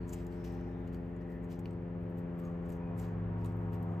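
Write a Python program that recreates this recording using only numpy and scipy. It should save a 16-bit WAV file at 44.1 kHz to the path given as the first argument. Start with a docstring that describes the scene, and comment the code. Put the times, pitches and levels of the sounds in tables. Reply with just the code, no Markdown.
"""Hens peck at vegetable scraps in a yard: each beak strike ticks, knocks and makes the scrap ping.
Their feet and feathers rustle as the litter on the soil cracks and rubs; a tugged leaf squeaks.
Far off, a piston engine, probably a light propeller plane, drones and slowly sinks in pitch.
Two low machine hums and a soft traffic rumble lie under it, and small birds whistle faintly."""
import sys
import numpy as np
from scipy import signal
from scipy.fft import rfft, irfft
from scipy.io import wavfile

SR = 44100
rng = np.random.default_rng(int(sys.argv[2]) if len(sys.argv) > 2 else 0)


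def bounce(signal):
    """Save signal as a 16-bit WAV file at the path given by the first command-line argument."""
    frames = np.transpose(np.atleast_2d(signal))
    limited = np.clip(frames, -1, 1)
    pcm = np.round(limited * 32767).astype(np.int16)
    wavfile.write(sys.argv[1], SR, pcm)


N = 176400
TIME = np.arange(N) / SR
FREQS = np.fft.rfftfreq(N, 1 / SR)

# Tone colour of a brittle snap, for beaks and litter: f/Hz, relative level/dB
SNAP_COLOUR = [(1500, -15), (3000, 2), (5000, -5), (7200, 0.5), (8500, 1.5), (11000, -1.5), (15500, 3)]


def pecks():
    """A beak strike makes a sharp crack, a dead knock, a ping and a bright snap that crumbles away."""
    # Beak strikes: t/s, base level/dB, knock relative to base/dB, ping f/Hz, ping level/dB
    strikes = [(.098, -69, -14, 6900, -64), (0.136, -56, 0, 7240, -58), (0.144, -55, -12, 8900, -54),
               (0.267, -49, -18, 7100, -62), (.324, -70, -4, 4500, -63), (.538, -60, -12, 5640, -70),
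               (.612, -69, -11, 6050, -69), (0.876, -67, 6, 6960, -66), (0.928, -60, -8, 4620, -78),
               (0.946, -52, -6.5, 4550, -65), (1.164, -63, -14, 7150, -70.5), (1.21, -70, 0, 4800, -76),
               (1.305, -68, -10, 8400, -75), (1.321, -64, -22, 7400, -85), (1.444, -61, -10, 6550, -73),
               (1.592, -52, -15, 7560, -67), (1.597, -58, -11, 8700, -66), (1.657, -58, 13, 4450, -57),
               (1.709, -62, -13, 8300, -67), (1.731, -68, -12, 8200, -72), (2.399, -56.5, -7, 7950, -70),
               (2.452, -60, -12, 6550, -63), (2.703, -56, -11.5, 7000, -61), (2.72, -62, -10, 6140, -68),
               (2.998, -51, -10, 7400, -52), (3.447, -49, -16, 9540, -56), (3.46, -55, -16, 8900, -54),
               (3.522, -63, -16, 8300, -75), (3.569, -73, -10, 14000, -66), (3.731, -58.5, 1, 12200, -65),
               (3.744, -67, -4, 8000, -73), (3.828, -63, -15, 12300, -61.5)]
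    # Short-lived tones of the ground under the beak: f/Hz, relative level/dB, decay/s
    ground_tones = [(2370, -1, .0013), (2900, -1, 0.0018), (4420, -16, 0.00056), (5700, -16, .0004)]
    crack_db, snap_db, crumble_db = 2, -5.5, -15
    clicks = blows = pings = snap_level = 0
    for start, db, knock_db, ping_hz, ping_db in strikes:
        click = signal.unit_impulse(N, int(start * SR))
        clicks += from_db(db + crack_db) * click
        blows += from_db(db + knock_db) * click
        pings += from_db(ping_db) * ring(click, ping_hz, decay_s=.0027)
        hit = burst(start, rise_s=.0003, decay_s=.001)
        crumble = from_db(crumble_db) * burst(start, rise_s=.0003, decay_s=.011)
        snap_level += from_db(db) * (hit + crumble)
    cracks = irfft(rfft(clicks) * from_db(at_hz(SNAP_COLOUR, FREQS)), N)
    knocks = sum((-1) ** k * from_db(db) * ring(blows, hz, decay)
                 for k, (hz, db, decay) in enumerate(ground_tones))
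    snaps = from_db(snap_db) * snap_level * coloured(rng.standard_normal(N), SNAP_COLOUR)
    return cracks + knocks + pings + snaps


def rustles():
    """Feet and feathers rub and break the litter; the tiny breaks ring in the leaf that is touched."""
    # Movements: peak t/s, base level/dB, rise/s, decay/s, share of dull scraping/0-1, leaf f/Hz
    movements = [(.079, -68.5, 0.0034, .015, 0, 6950), (0.095, -57.5, 0.0076, 0.0069, 0, 6850),
                 (.135, -52.5, .008, 0.0056, 0.06, 7000), (.185, -67, 0.088, 0.05, 0.68, 7860),
                 (.338, -72, 0.031, 0.046, 0.74, 8300), (.405, -78, .02, 0.048, 0.76, 5450),
                 (0.446, -63, .005, 0.047, 0.62, 5940), (.56, -77, 0.043, 0.17, 0.87, 2800),
                 (0.878, -72, 0.0068, 0.015, 0.2, 4000), (.932, -73, .004, .035, 0, 4630),
                 (1.09, -92, 0.022, 0.022, 0.1, 8150), (1.218, -77.5, 0.011, 0.013, .6, 5000),
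                 (1.32, -75.5, 0.024, 0.037, 0.35, 13500), (1.445, -80, .02, .02, 0, 7100),
                 (1.526, -64, 0.023, .026, 0.72, 5960), (1.66, -78.5, 0.02, 0.09, 0.67, 4540),
                 (2.035, -88, .035, .03, 0, 13200), (2.10, -81, 0.011, .018, .1, 12000),
                 (2.187, -70.5, .016, 0.017, 0.2, 13500), (2.397, -71.5, 0.018, 0.02, 0.27, 13400),
                 (2.452, -74.5, 0.022, .055, 0.25, 6600), (2.662, -76.5, 0.013, 0.022, 0.5, 6940),
                 (2.70, -65, 0.012, 0.017, 0.1, 11100), (2.724, -70.5, 0.0055, 0.029, 0.13, 6200),
                 (2.999, -58, 0.022, 0.0092, .05, 9500), (3.03, -66, 0.031, 0.046, 0.6, 6800),
                 (3.41, -78, 0.027, 0.055, 0.2, 5060), (3.458, -68, 0.014, 0.029, 0.55, 8700),
                 (3.605, -87, .04, 0.071, 0.1, 13000), (3.745, -67, 0.018, 0.015, 0.5, 12800),
                 (3.831, -73.5, 0.0067, 0.016, 0.26, 12500), (3.93, -86, .025, 0.071, 0.3, 6800)]
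    # Tone colour of crisp crackling: f/Hz, relative level/dB
    crisp_colour = [(1500, -15.5), (3000, -10.5), (5500, -18.5), (7100, -2), (8400, 0), (10000, 0),
                    (12000, -2), (15500, 2)]
    # Tone colour of dull scraping: f/Hz, relative level/dB
    scrape_colour = [(1200, -3.5), (2500, 6), (4200, -1), (5700, 0), (7500, -11.5), (11000, -20.5),
                     (15500, -14.5)]
    grains_per_s, hiss_gain = 3000, .5
    flutter_db, leaf_db, boost_db = 3.3, -5.5, 1.5
    contact = grains(grains_per_s) + hiss_gain * rng.standard_normal(N)
    crisp = coloured(contact * from_db(flutter_db * drift(62)), crisp_colour)
    rubbing = grains(grains_per_s) + hiss_gain * rng.standard_normal((2, N))
    dull = coloured(rubbing, scrape_colour)
    breaks = grains(grains_per_s)
    out = 0
    for peak, db, rise, decay, dull_share, hz in movements:
        leaf = from_db(leaf_db) * resonance(breaks, hz, width_hz=1100)
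        texture = np.sqrt(1 - dull_share) * (crisp + leaf) + np.sqrt(dull_share) * dull
        out += from_db(db + boost_db) * burst(peak, rise, decay) * texture
    return out


def litter():
    """The litter crackles softly as the hens stir it between steps."""
    # How much the hens move: t/s, relative level/dB
    activity = [(0, 2), (.6, -0.5), (1.1, 1.5), (1.9, -6.5), (2.5, 0), (2.85, -4.5), (3.25, -6), (3.5, 2),
                (4, 5.5)]
    base_db, flicker_db = -87.5, 2.3
    level = from_db(base_db + in_time(activity) + flicker_db * drift(11))
    return level * coloured(grains(per_s=1200), SNAP_COLOUR)


def squeaks():
    """A crisp leaf squeaks briefly as it is tugged."""
    # Tugs on the leaf: peak t/s, level/dB
    tugs = [(.094, -71), (0.136, -58)]
    level = sum(from_db(db) * burst(peak, rise_s=.0081, decay_s=.0098) for peak, db in tugs)
    return level * blurred_tone(hz=7060, blur_hz=440)


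def yard_echo(sound):
    """The coop and fence throw back a faint, short echo, different on each side."""
    delay_s, fade_60_db_s, echo_db = .005, .048, -11
    tail = rng.standard_normal((2, N)) * from_db(-60 * TIME / fade_60_db_s) * (TIME > delay_s)
    tail = rms_one(tail) / np.sqrt(N)
    return from_db(echo_db) * signal.fftconvolve(sound, tail, axes=1)[:, :N]


def plane():
    """Propeller and exhaust share one shaft, so their tones sink together in a throbbing rush of air."""
    # How often a propeller blade passes: t/s, f/Hz
    blade_rate = [(0, 86.85), (.55, 86.95), (1.1, 86.65), (2, 86.25), (2.8, 85.8), (3.4, 85.45), (4, 85.0)]
    # Propeller tones: multiple of the blade rate, level midway/dB, growth/(dB/s), droop/(dB/s^2)
    blade_tones = [(1, -57, 1.5, 0), (2, -43.5, 1.52, -0.26), (3, -50, 0, 0), (4, -53.5, -0.8, -0.32),
                   (5, -55.5, 0.3, 0.43), (6, -57.5, 1.6, 1.55), (7, -62.5, 0.5, 0.5), (8, -72, 4, 0.5),
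                   (9, -69.5, 2, -1.5), (10, -79.5, 1.5, 2.5), (11, -69, 3, -0.6), (12, -75.5, 2.5, -1),
                   (13, -77.5, 8.5, 1.5), (14, -87.5, 4.5, -3.5), (15, -79.5, 7, 0.5)]
    # Exhaust tones: multiple of the engine cycle (a quarter of the blade rate), level/dB
    exhaust_tones = [(2, -63), (3, -63), (6, -65.5), (7, -66), (9, -60), (11, -64), (17, -61), (18, -67),
                     (19, -70.5), (21, -68), (26, -76.5), (33, -76.5), (37, -74), (39, -72)]
    # Loudness of the rushing air: t/s, level/dB
    rush_level = [(0, -66.5), (.6, -60.5), (1.3, -69.5), (1.9, -64.5), (2.6, -62), (3.4, -59), (4, -60.5)]
    # Tone colour of the rushing air: f/Hz, relative level/dB
    rush_colour = [(200, -8), (450, -10), (620, -7), (800, 1.5), (1100, -5), (1500, -3), (2200, -16),
                   (3000, -22.5), (4000, -36.5), (8000, -50)]
    midway_s, throb_depth = 2, .14
    blade_hz = in_time(blade_rate)
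    blade_phase = 2 * np.pi * np.cumsum(blade_hz) / SR
    from_midway = TIME - midway_s
    tones = [(multiple, db + growth * from_midway - droop * from_midway ** 2)
             for multiple, db, growth, droop in blade_tones]
    tones += [(multiple / 4, db) for multiple, db in exhaust_tones]
    drone = sum(from_db(db) * tone_through_air(multiple * blade_phase, multiple * blade_hz.mean())
                for multiple, db in tones)
    throb = 1 + throb_depth * np.sin(blade_phase)
    return drone + from_db(in_time(rush_level)) * wide_noise(rush_colour) * throb


def tone_through_air(phase, hz):
    """Moving air makes a far tone waver, smear and fade; the higher the tone, the more it does so."""
    reference_hz, wander_rad, fading_db = 400, .2, 1.1
    half_smeared_hz, smear_width_hz = 850, 32
    unrest = hz / reference_hz
    phase = phase + 2 * np.pi * rng.random() + wander_rad * unrest * drift(1.8)
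    smear_share = 1 / (1 + (half_smeared_hz / hz) ** 7)
    smear = drift(smear_width_hz) * np.sin(phase) + drift(smear_width_hz) * np.cos(phase)
    tone = np.sqrt(2 * (1 - smear_share)) * np.sin(phase) + np.sqrt(smear_share) * smear
    return from_db(fading_db * np.sqrt(unrest) * drift(1.8)) * tone


def machine_hums():
    """Two low tones from far machines waver a little as they swell and fade."""
    # Loudness of the upper hum: t/s, level/dB
    upper_level = [(0, -50), (0.799, -49.5), (1.25, -54), (1.65, -47), (2.15, -47), (2.7, -59.5),
                   (2.98, -42), (3.4, -38.5), (4, -41)]
    # Loudness of the deeper hum: t/s, level/dB
    deep_level = [(0, -49), (0.801, -48.5), (1.199, -51), (2.199, -56), (3, -49.5), (3.6, -48), (4, -67)]
    upper_hz, deep_hz, wander_rad = 104.35, 56.5, .25
    out = 0
    for hz, level in [(upper_hz, upper_level), (deep_hz, deep_level)]:
        phase = 2 * np.pi * (hz * TIME + rng.random()) + wander_rad * drift(1.3)
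        out += np.sqrt(2) * from_db(in_time(level)) * np.sin(phase)
    return out


def traffic():
    """Far traffic and still air blend into a soft, low rumble."""
    # Tone colour of the rumble: f/Hz, relative level/dB
    rumble_colour = [(25, -24.5), (40, -16), (60, 0), (120, -0.5), (200, -6.5), (300, -12), (600, -20.5),
                     (1200, -23.5), (1800, -27), (2700, -34.5), (4000, -50.5), (6500, -59.5), (15000, -70)]
    return from_db(-49.5) * wide_noise(rumble_colour)


def birds():
    """Small birds far off give thin, nearly level whistles that reach each side by different paths."""
    # Whistles: start t/s, length/s, first f/Hz, last f/Hz, level/dB
    whistles = [(0, 0.077, 4380, 4400, -79), (0.345, 0.25, 5240, 5620, -78),
                (0.553, 0.2, 5600, 5420, -83.5), (0.694, 0.19, 3730, 3580, -82)]
    out = 0
    for start, length, first_hz, last_hz, db in whistles:
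        progress = np.clip((TIME - start) / length, 0, 1)
        hz = first_hz + (last_hz - first_hz) * progress
        sides = np.array([blurred_tone(hz, blur_hz=190) for side in "LR"])
        arch = np.sqrt(np.abs(np.sin(np.pi * progress)))
        out += from_db(db) * arch * sides
    return out


def far_swells():
    """The distant noise takes on a faint pitch here and there, over a thin hiss that comes and goes."""
    # Brief pitched swells: peak t/s, level/dB, rise and decay/s, f/Hz
    swells = [(.08, -60.5, 0.05, 1000), (.67, -60.5, 0.2, 808), (2.45, -63, 0.12, 1160),
              (2.87, -72.5, .08, 2480), (2.9, -62.5, 0.17, 953)]
    # Loudness of the thin hiss: t/s, level/dB
    hiss_level = [(0, -78), (.7, -73), (1.1, -77), (1.35, -64.5), (1.5, -81.5), (4, -79.5)]
    pitched = sum(from_db(db) * burst(peak, length, length) * blurred_tone(hz, blur_hz=47)
                  for peak, db, length, hz in swells)
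    return pitched + from_db(in_time(hiss_level)) * blurred_tone(hz=1850, blur_hz=150)


def wide_noise(colour):
    """Gently flickering stereo noise whose sides are alike in the bass and differ in the treble."""
    # How alike left and right are: f/Hz, likeness/0-1
    likeness = [(60, 1), (200, 0.68), (400, 1), (900, 0.39), (1400, 0.17), (2000, 0.53), (3000, 0.44),
                (6000, .25), (15000, .1)]
    flicker_db = .45
    alike = at_hz(likeness, FREQS)
    common, difference = rfft(rng.standard_normal((2, N)))
    sides = irfft(np.sqrt(1 + alike) * common + np.sqrt(1 - alike) * difference * [[1], [-1]], N)
    return coloured(sides, colour) * from_db(flicker_db * drift(1.6))


def from_db(db):
    """Turn decibels into a gain to multiply by."""
    return 10 ** (np.asarray(db) / 20)


def rms_one(x):
    """Scale a signal so that its average strength (root mean square) is 1."""
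    return x / np.sqrt(np.mean(x ** 2) + 1e-20)


def in_time(points):
    """Join (time, value) points with straight lines."""
    return np.interp(TIME, *np.transpose(points))


def at_hz(points, hz):
    """Read between (frequency, value) points, with octaves evenly spaced."""
    point_hz, values = np.transpose(points)
    return np.interp(np.log(np.maximum(hz, 1)), np.log(point_hz), values)


def drift(rate_hz):
    """A smooth random wobble of strength 1; a higher rate wobbles faster."""
    hop, warm_up = 100, 1000  # samples per step, steps skipped while the filter settles
    pole = np.exp(-2 * np.pi * hop * rate_hz / SR)
    noise = rng.standard_normal(N // hop + warm_up + 2)
    slow = signal.lfilter([1], [1, -2 * pole, pole * pole], noise)[warm_up:]
    return np.interp(np.arange(N) / hop, np.arange(len(slow)), rms_one(slow))


def coloured(x, colour):
    """Give a signal a tone colour (its mix of lows and highs), at strength 1."""
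    return rms_one(irfft(rfft(x) * from_db(at_hz(colour, FREQS)), N))


def grains(per_s, spread_db=3.7):
    """Tiny clicks of uneven size at random moments."""
    sizes = from_db(spread_db * np.minimum(rng.exponential(1, N), 4))
    signs = rng.choice([-1, 1], N)
    return rms_one(sizes * signs * (rng.random(N) < per_s / SR))


def burst(peak_s, rise_s, decay_s):
    """A loudness curve that swells to 1 and dies away."""
    age = TIME - peak_s
    drop = np.where(age < 0, (age / rise_s) ** 2, age / decay_s)
    return np.exp(-np.minimum(drop, 30))


def ring(clicks, hz, decay_s):
    """Each click starts a pure tone that dies away."""
    pole, angle = np.exp(-1 / (decay_s * SR)), 2 * np.pi * hz / SR
    return signal.lfilter([0, np.sin(angle)], [1, -2 * pole * np.cos(angle), pole * pole], clicks + 1e-18)


def resonance(x, hz, width_hz):
    """Keep the band of a signal around one pitch, at strength 1."""
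    pole, angle = np.exp(-np.pi * width_hz / SR), 2 * np.pi * hz / SR
    return rms_one(signal.lfilter([1, 0, -1], [1, -2 * pole * np.cos(angle), pole * pole], x))


def blurred_tone(hz, blur_hz):
    """A tone smeared into a narrow band of noise, at strength 1."""
    smoothing = signal.butter(2, blur_hz, fs=SR, output="sos")
    wobble = signal.sosfilt(smoothing, rng.standard_normal((2, N)))
    phase = 2 * np.pi * np.cumsum(hz * np.ones(N)) / SR
    return rms_one(wobble[0] * np.cos(phase) + wobble[1] * np.sin(phase))


def scene():
    """Hens close by with their echo; engines and birds far off."""
    hens = pecks() + rustles() + litter() + squeaks()
    far = plane() + machine_hums() + traffic() + birds() + far_swells()
    fade_in = np.minimum(TIME / .006, 1)
    return (hens + yard_echo(hens) + far) * fade_in


def record(dry):
    """Two microphones hear the yard with different level and timing; the highest treble is cut."""
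    # How much louder the left side is than the right: f/Hz, level/dB
    balance = [(60, 1.2), (104, 0.4), (172, 1), (255, 4.5), (345, 3), (430, 7), (520, 6), (610, 8),
               (685, -16), (760, 7), (1000, -0.5), (1550, -1.5), (1720, 4), (2300, 0.5), (4000, 2),
               (8000, 0)]
    # How far the left side's wave runs ahead of the right's: f/Hz, phase/rad
    left_lead = [(40, 0), (100, .03), (200, .25), (280, .15), (400, .55), (560, .1), (720, 1.1), (950, .5),
                 (1200, 1.1), (1580, 2.7), (1700, 0), (2300, .6), (3600, 1.2), (4600, .1), (5400, -1.4),
                 (6400, 0), (7200, 0), (8200, -.9), (9400, -3.1), (10600, -3.3), (12200, -6.2),
                 (13500, -6.4), (15000, -9.3)]
    cutoff_hz = 15700
    hz = np.fft.rfftfreq(2 * N, 1 / SR)
    sides = np.array([[.5], [-.5]])
    gain = from_db(sides * at_hz(balance, hz))
    phase_shift = np.exp(1j * sides * at_hz(left_lead, hz))
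    treble_cut = 1 / np.sqrt(1 + (hz / cutoff_hz) ** 240)
    return irfft(rfft(dry, 2 * N) * gain * phase_shift * treble_cut)[:, :N]


dry = scene()
out = record(dry)
bounce(out)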